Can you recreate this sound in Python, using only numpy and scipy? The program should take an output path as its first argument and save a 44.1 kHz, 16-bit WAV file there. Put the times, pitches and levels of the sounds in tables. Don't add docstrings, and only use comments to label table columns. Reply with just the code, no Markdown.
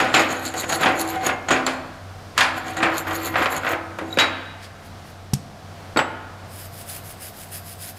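import sys
import numpy as np
from scipy import signal
from scipy.fft import rfft, irfft
from scipy.io import wavfile
from scipy.ndimage import uniform_filter1d, minimum_filter1d

SR = 44100
rng = np.random.default_rng(int(sys.argv[2]) if len(sys.argv) > 2 else 0)


def volts_from_decibels(level):
    exponent = np.asarray(level, float) / 20
    return 10 ** exponent


def int16_out(signal):
    q = np.round(np.clip(np.atleast_2d(signal).T, -1, 1) * 32767)
    wavfile.write(sys.argv[1], SR, q.astype(np.int16))


N = 351918
STEP = 64


def unit(x):
    return x / np.sqrt(np.mean(x ** 2))


def ring(x, hz, t60):
    pole = np.exp(2j * np.pi * hz / SR - np.log(1000) / (t60 * SR))
    return signal.lfilter([1], [1, -pole], x).imag


def band(x, hz, octaves, order=2):
    edges = np.minimum(hz * 2 ** (np.array([-.5, .5]) * octaves), SR / 2.2)
    return signal.sosfilt(signal.butter(order, edges, "band", fs=SR, output="sos"), x)


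def coloured(x, points):
    hz, db = np.transpose(points)
    f = np.arange(N // 2 + 1) * SR / N + 1
    curve_db = np.interp(np.log(f), np.log(hz), db)
    return unit(irfft(rfft(x) * volts_from_decibels(curve_db), N))


def walk(rate):
    k = int(SR / rate)
    stairs = np.repeat(rng.standard_normal(N // k + 1), k)
    return unit(uniform_filter1d(uniform_filter1d(stairs, k), k)[:N])


def grains(rate, spread_db):
    size = np.minimum(rng.exponential(1, N), 2.5)
    present = rng.random(N) < rate / SR
    return unit(present * rng.standard_normal(N) * volts_from_decibels(spread_db * size))


def clicks(s, gain):
    x = np.zeros(N)
    x[(np.asarray(s) * SR).astype(int)] = gain
    return x


def swell(s, db, rise_db_s, fall_db_s, hold=0):
    t = np.arange(0, N + STEP, STEP) / SR - s
    rise_db = rise_db_s * np.minimum(t, 0)
    fall_db = fall_db_s * np.maximum(t - hold, 0)
    return volts_from_decibels(np.maximum(db + rise_db - fall_db, -150))


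def fill(x):
    return np.interp(np.arange(N) / STEP, np.arange(len(x)), x)


# frequency in Hz, relative density in dB per Hz.
SHOP_AIR = [(15, -45), (25, -11), (59, -16.5), (92, -4), (130, -11), (293, -16), (405, -17.5), (695, -13),
            (887, -18.5), (1260, -19), (2550, -28), (4800, -30), (7000, -36), (14000, -44.5), (16000, -53)]
# frequency in Hz, mean level in dB rms before it wavers.
FAN_LINES = [(34, -68), (94.5, -45), (157, -55), (205, -56.5), (688, -55), (752, -57)]
AIR_DB = -42


def shop():
    air = volts_from_decibels(AIR_DB + 1.45 * walk(3.5)) * coloured(rng.standard_normal(N), SHOP_AIR)
    t = np.arange(N) / SR
    hum = 0
    for hz, db in FAN_LINES:
        level = np.sqrt(2) * volts_from_decibels(db + 1.7 * walk(7.9))
        hum = hum + level * np.sin(2 * np.pi * hz * t + 0.45 * walk(3))
    return air + hum


# time of most pressure in seconds, chatter level in dB,
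# bench rumble level in dB, rise in seconds, fall in seconds.
RAKE_STROKES = [(0.002, -39, -20, 0.022, .2), (0.145, -17, -16.5, 0.015, 0.047),
                (0.2, -28, -21.5, 0.081, 0.089), (0.31, -27.5, -30, .03, 0.13),
                (0.46, -26.5, -31, 0.067, 0.09), (0.572, -26.5, -33, 0.018, 0.093),
                (0.6, -25, -33, 0.04, 0.05), (0.644, -50, -23, 0.031, 0.014),
                (0.692, -27, -30, 0.018, 0.15), (0.749, -26.5, -27, 0.092, 0.04),
                (0.814, -27.5, -20.5, 0.026, 0.13), (1.014, -22.5, -34, 0.052, 0.022),
                (1.091, -37.5, -35, .1, 0.15), (1.159, -54, -29, 0.13, 0.032),
                (1.267, -25, -21.5, 0.064, 0.059), (1.487, -20, -24, 0.0051, 0.018),
                (1.508, -23, -16.5, 0.0079, 0.089), (1.665, -19.5, -41, 0.0049, 0.011),
                (1.74, -47.5, -48, 0.12, 0.036), (2.382, -24.5, -25, 0.018, 0.085),
                (2.578, -36, -30, 0.054, 0.036), (2.684, -40, -31, 0.065, 0.14),
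                (2.77, -34, -26.5, 0.008, 0.067), (2.829, -32.5, -20, 0.013, 0.053),
                (2.992, -33, -32.5, 0.12, 0.048), (3.077, -42.5, -28.5, 0.029, 0.21),
                (3.156, -30, -40, 0.028, 0.027), (3.276, -30.5, -28, 0.13, 0.042),
                (3.39, -44, -23, 0.059, 0.043), (3.434, -36, -22.5, 0.078, 0.039),
                (3.522, -36, -30, 0.045, 0.072), (3.577, -33.5, -27, 0.11, 0.022),
                (3.718, -34, -26.5, 0.13, 0.041), (4.146, -48, -42, 0.18, 0.043),
                (4.198, -22.5, -25.5, 0.019, 0.039)]
# time in seconds, level of the angle's top modes in dB.
STEEPNESS = [(0, -1), (.4, -4.5), (.8, 0), (1.1, 3), (1.6, -12), (2.5, -5), (2.8, 0), (3.05, 8), (3.7, 2.5),
             (4.2, 0)]
RAKE_SWELL_DB, RUMBLE_SWELL_DB = 28.5, 15
JAB_DB, JAB_S = -25, 0.014


def strokes():
    chatter, rumble_power, top = 0, 0, 0
    for s, db, rumble_db, rise, fall in RAKE_STROKES:
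        rise, fall = max(rise, .003), max(fall, .003)
        press = swell(s, db, RAKE_SWELL_DB / rise, RAKE_SWELL_DB / fall)
        steep_db = np.interp(s, *np.transpose(STEEPNESS)) + JAB_DB * np.exp(-rise / JAB_S)
        chatter = chatter + press
        top = top + press * steep_db
        rumble = swell(s, rumble_db, RUMBLE_SWELL_DB / rise, RUMBLE_SWELL_DB / fall)
        rumble_power = rumble_power + rumble ** 2
    return fill(chatter), fill(np.sqrt(rumble_power)), fill(top / chatter)


# start in seconds, level in dB,
# bass in dB, treble in dB, ring length as a factor.
BLOWS = [(0.002, -10, -8, -17, 1.0), (0.141, -2, -2.5, -15.5, 0.91), (0.54, -18.5, -3, -9, 1),
         (0.696, -14.5, -12, -17, 0.47), (0.725, -12, -4, -8, 0.28), (0.8325, -7, -13, -33, 0.48),
         (0.859, -7.5, 0, -27, 0.98), (0.996, -22.5, 7, 6, 1), (1.268, -13.5, 0, -3, 0.47),
         (1.291, -11, -1, -46, 0.59), (1.486, -13.5, -21, -43, 0.84), (1.507, -9, 0, -19, 1),
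         (1.561, -12.5, -20, -29, 0.74), (1.666, -11, -9, -8, 0.85), (2.378, -7.5, -65, -4.5, 0.86),
         (2.408, -5.5, -31, -12, 0.84), (2.768, -23, -22, -24, 0.76), (2.803, -15.5, -15, -31, 1.0),
         (2.829, -7, -30, -40, 0.74), (2.857, -12.5, -2, -44, 0.8), (2.919, -16, -29, -39, 0.98),
         (2.96, -18, -6, -24, 0.5), (2.981, -26, -15, 12, 0.27), (3.069, -17, -38, -40, 0.78),
         (3.109, -16, -31, -21, 1.0), (3.341, -16, -34, -40, 1), (3.357, -10, -30, -50, 1.0),
         (3.42, -11, -37, -30, 0.72), (3.458, -10.5, -9, -23, 0.44), (3.527, -16, -16, -37, 0.56),
         (3.633, -18, -15, -49, 1.0), (3.647, -15.5, -28, -40, .6), (3.666, -11.5, -29, -45, 0.98),
         (3.732, -13.5, 0.5, -77, 0.51), (3.987, -17.5, -4, -18, 0.54), (4.013, -23.5, 13.5, -31, 0.73),
         (4.173, -13, 10.5, -18, 0.63), (4.187, -2.5, -54, -16, 0.69), (5.962, -10.5, 5.5, -37, 0.26),
         (5.971, -8, 5, -18, 0.37), (5.99, -4, -12, -25, 0.39)]
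# (below 0 follows a blow's bass dB, above 0 its treble dB).
RATTLE_BANDS = [(138, -13.5, 0.32, -0.43), (211, -36, 0.32, -2.5), (296, -8, 0.67, -0.77),
                (457, -5.5, 0.49, -0.69), (670, -5, 0.8, -0.094), (990, -6, 0.63, 0), (1416, -1, 0.41, 0),
                (2147, -4, 0.41, 0), (2980, -4, 0.19, 0.16), (4140, -7, 0.33, 0.46),
                (6500, -8.5, 0.33, 0.85), (9050, -11.5, 0.32, 0.72), (12000, -31, .14, 0.98),
                (14500, -29, .12, 1)]
EDGE_DB, EDGE_PER_DB = 11, 0.92
SET_DOWN_FROM_S, SET_DOWN_DB = 5, -7.5


def blows(rumble):
    s, db, bass_db, treble_db, length = np.transpose(BLOWS)
    edge_db = EDGE_DB + EDGE_PER_DB * db + SET_DOWN_DB * (s > SET_DOWN_FROM_S)
    step = 16
    age = np.arange(SR // step) * step / SR
    grit = grains(2500, 5.4)
    out = 0
    for hz, band_db, t60, share in RATTLE_BANDS:
        power = np.zeros(N // step + len(age) + 1)
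        edge = np.exp(-(np.log2(hz / 3200) / 0.97) ** 2)
        tone_db = max(share, 0) * treble_db - min(share, 0) * bass_db
        gains = volts_from_decibels(db + tone_db + edge * edge_db)
        for at, gain, k in zip((s * SR / step).astype(int), gains, length):
            crack = 1.84 * np.exp(-age / 0.0033)
            rattle = 10 ** (-6 * age / (t60 * max(k, .05)))
            power[at:at + len(age)] += gain ** 2 * (crack + rattle)
        struck = np.repeat(power, step)[:N] * volts_from_decibels(2 * (band_db - 12))
        raked = rumble ** 2 * volts_from_decibels(2 * (band_db - 5.5) - 38 * max(share, 0))
        size = uniform_filter1d(np.sqrt(struck + raked), size=int(SR / hz) + step)
        out = out + size * unit(band(rng.standard_normal(N) + 0.34 * grit, hz, 0.57))
    return out


# frequency in Hz, relative level in dB, t60 in seconds.
BENCH_MODES = [(260, -9, 0.94), (327.3, -5.5, 0.58), (503, -5, 0.3), (538.3, -4.5, 0.19),
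               (604.6, -14.5, 0.35), (717.5, -13.5, 0.4), (755.7, 5.5, 0.22), (1017, -3.5, 0.34),
               (1265, -12, 0.8), (1459, 4, 0.082), (1755, -12, 0.28), (1911, 7, 0.067), (2122, -6.5, 0.47),
               (2320, -15, 0.11)]
# time in seconds, shift in dB (taken from the lowest mode, given to the second).
WORK_SHIFT = [(0, -5.5), (.7, 3.5), (1.0, 6.5), (1.7, -2.5), (2.35, 3.5), (3.0, 9.5), (3.8, 7.5), (4.3, 6),
              (6, 2)]


def bench(rumble):
    s, db, bass_db, _, length = np.transpose(BLOWS)
    spot = rng.standard_normal((len(s), len(BENCH_MODES))).T
    drag = rumble * grains(900, 5.0) * volts_from_decibels(-34.5)
    shift_db = np.interp(np.arange(N) / SR, *np.transpose(WORK_SHIFT))
    out = 0
    for k, ((hz, mode_db, t60), share) in enumerate(zip(BENCH_MODES, spot)):
        low = np.clip((900 - hz) / 600, 0, 1)
        gain = np.tanh(share) * np.clip(length, 0, 1) * volts_from_decibels(db + low * bass_db - 14.5)
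        push = clicks(s, gain) + drag * volts_from_decibels(2. * walk(5.22))
        direction = (k == 1) - (k == 0)
        out = out + volts_from_decibels(mode_db) * ring(push * volts_from_decibels(shift_db * direction), hz, t60)
    return uniform_filter1d(uniform_filter1d(out, size=7), size=9)


# frequency in Hz, width in Hz, relative level in dB.
ANGLE_MODES = [(3910, 65, -14.5), (4320, 380, -6), (6725, 103, -3.5), (7300, 95, -6), (8100, 140, -12),
               (10450, 35, -15.5), (10730, 120, -9.5), (12300, 270, -14), (12800, 160, -6),
               (13700, 200, -26), (14900, 42, -8.5)]


def rake(chatter, steep_db):
    s, db, _, treble_db, _ = np.transpose(BLOWS)
    hits = clicks(s, volts_from_decibels(db + treble_db + 16.0))
    ticks = grains(1400, 14.0)
    out = volts_from_decibels(-14) * band(chatter * ticks + hits, 6300, 0.41)
    for hz, width, mode_db in ANGLE_MODES:
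        high = np.clip((hz - 8000) / 4500, 0, 1)
        feel = chatter * volts_from_decibels(high * steep_db + 3.3 * walk(40))
        push = feel * (0.8 * ticks + grains(2500, 8.1)) + hits
        t60 = 2.53 / max(width, 15)
        out = out + volts_from_decibels(mode_db - 40.5) * np.sqrt(width) * ring(push, hz, t60)
    return out


# frequency in Hz, relative level in dB, t60 in seconds.
ROOM_BANDS = [(227, -27.5, 0.91), (477, -20, 0.84), (1196, -24.5, 1.32), (2900, -25.5, 0.95),
              (6130, -23, 0.28), (11000, -34, 0.5)]


def room(x):
    t = np.arange(SR) / SR
    tail = 0
    for hz, db, t60 in ROOM_BANDS:
        tail = tail + volts_from_decibels(db - 60 * t / t60) * band(rng.standard_normal(SR), hz, 1.37)
    return signal.fftconvolve(x, tail * (1 - np.exp(-t / 0.0026)) * volts_from_decibels(-22))[:N]


# frequency in Hz, relative level in dB, t60 in seconds when free,
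# spot where the mode moves most (0-1).
HEAD_MODES = [(3864, 0, .25, 0), (3869, -27, 1.3, 0), (4450, 2, .03, 1), (3750, 0, .03, 1),
              (2400, 0, .03, 1), (4936, -8, .06, .2), (6100, -10, .07, .2), (7741, -8, .2, 1),
              (12900, -22, .06, 0), (14570, -25, .1, .8)]
# start in seconds, level in dB, struck spot (0-1),
# freedom to ring (0-1).
HEAD_TOUCHES = [(3.987, -34, .6, .3), (4.105, -38, 0., .3), (4.160, -36, 0., .5), (5.972, -16, .95, 1.),
                (0.6, -30, 0., .2), (2.829, -22, 0., .1), (4.127, -19, 0., .15), (4.189, -10, 0., 1.)]


def head():
    out, t = np.zeros(N), np.arange(SR) / SR
    onset = 1 - np.exp(-t / .0008)
    for s, db, spot, free in HEAD_TOUCHES:
        for hz, mode_db, t60, at in HEAD_MODES:
            start_db = db + mode_db - 30 * abs(spot - at)
            fade = volts_from_decibels(start_db - 60 * t / (t60 * max(free, .05)))
            out[int(s * SR):][:len(t)] += fade * onset * np.sin(2 * np.pi * hz * t)
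    return out


# start of full pressure in seconds, its length in seconds, level in dB,
# body under 7 kHz in dB, way (above 0 push, below 0 pull; size scales the glide).
BRUSH_STROKES = [(4.636, 0.017, -56, 17, 1), (4.858, .012, -54, 5, 1), (5.07, 0.036, -55.5, 6, 1),
                 (6.532, .13, -42.5, -2, 0.79), (6.745, 0.073, -43.5, -1, -0.89), (6.899, 0.07, -35, -3, 1),
                 (7.06, 0.062, -40, -3.5, -1), (7.225, 0.062, -37, -3, 1), (7.37, 0.067, -41, -3, -3),
                 (7.524, 0.058, -36, -3.5, 1), (7.665, 0.067, -40, -3, -1), (7.825, 0.075, -37, -2, 1),
                 (7.978, .05, -44.5, 3, -1)]
# frequency in Hz, relative density in dB per Hz.
BRISTLE_HISS = [(880, -34), (1500, -4.5), (3730, -6.5), (5020, -7), (5880, -8.5), (10000, -5), (13500, -6),
                (15500, -8), (16000, -33)]
BRUSH_RISE_DB_S, BRUSH_FALL_DB_S = 346, 498
BRIGHT_HZ = 10640
BRIGHT_HZ_PER_S = 32000


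def brush():
    t = np.arange(0, N + STEP, STEP) / SR
    total, glide, body_db = 0, 0, 0
    for s, hold, db, low_db, way in BRUSH_STROKES:
        press = swell(s, db, BRUSH_RISE_DB_S, BRUSH_FALL_DB_S, hold)
        total = total + press
        glide = glide + press * way * BRIGHT_HZ_PER_S * np.clip(t - s - hold / 2, -.1, .1)
        body_db = body_db + press * low_db
    bright_hz = BRIGHT_HZ + glide / total
    body = fill(volts_from_decibels(body_db / total))
    wires = grains(9000, 1.)
    hiss = coloured(wires, BRISTLE_HISS)
    low = signal.sosfiltfilt(signal.butter(2, 7000, fs=SR, output="sos"), hiss)
    spots = 0
    for hz in range(8000, 15000, 1000):
        near = fill(np.exp(-((bright_hz - hz) / 1300) ** 2))
        spots = spots + near * unit(band(wires, hz, 0.18))
    song = unit(ring(wires, 10450, .1)) * volts_from_decibels(-21)
    rasp = unit(band(wires, 5000, 0.25)) * volts_from_decibels(-18 + 3.3 * walk(8))
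    sound = hiss - low + volts_from_decibels(-12.5) * spots + song + body * (low + rasp)
    return fill(total) * volts_from_decibels(1.5 * walk(40)) * sound


# start in seconds, click level in dB.
KNOCK_TICKS = [(5.334, -20), (5.3360, -10), (5.3392, -7)]
# frequency in Hz, relative level in dB, t60 in seconds.
KNOCK_MODES = [(139, -8.5, 0.089), (197, -13.5, 0.074), (380, -31, 0.064), (790, -20, 0.015)]


def knock():
    s, db = np.transpose(KNOCK_TICKS)
    first = clicks(s[:1], 0.89)
    thump = sum(volts_from_decibels(mode_db) * ring(first, hz, t60) for hz, mode_db, t60 in KNOCK_MODES)
    touch = clicks(s, volts_from_decibels(db))
    tick = signal.lfilter([1], [1, -.96], touch)
    echo = volts_from_decibels(-25.0) * signal.lfilter([1], [1, -np.exp(-1 / (0.014 * SR))], touch)
    return thump + band((tick + echo) * rng.standard_normal(N), 4600, 2.1)


def scene():
    chatter, rumble, steep_db = strokes()
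    work = blows(rumble) + bench(rumble) + rake(chatter, steep_db)
    work = signal.sosfilt(signal.butter(6, 13600, fs=SR, output="sos"), work) + knock()
    work = signal.sosfilt(signal.butter(2, 55, "high", fs=SR, output="sos"), work) + brush()
    ping = head()
    return (work + ping + room(work + volts_from_decibels(-7) * ping) + shop())[None]


def band_limit(x):
    return signal.sosfilt(signal.butter(12, 16500, fs=SR, output="sos"), x)


def record(dry):
    ceiling = 0.69
    dry = signal.sosfilt(signal.butter(8, 15400, fs=SR, output="sos"), dry)
    gain = minimum_filter1d(ceiling / np.maximum(np.abs(dry), ceiling), size=600, axis=1)
    mix = dry * uniform_filter1d(gain, size=300, axis=1)
    return band_limit(mix)


dry = scene()
out = record(dry)
int16_out(out)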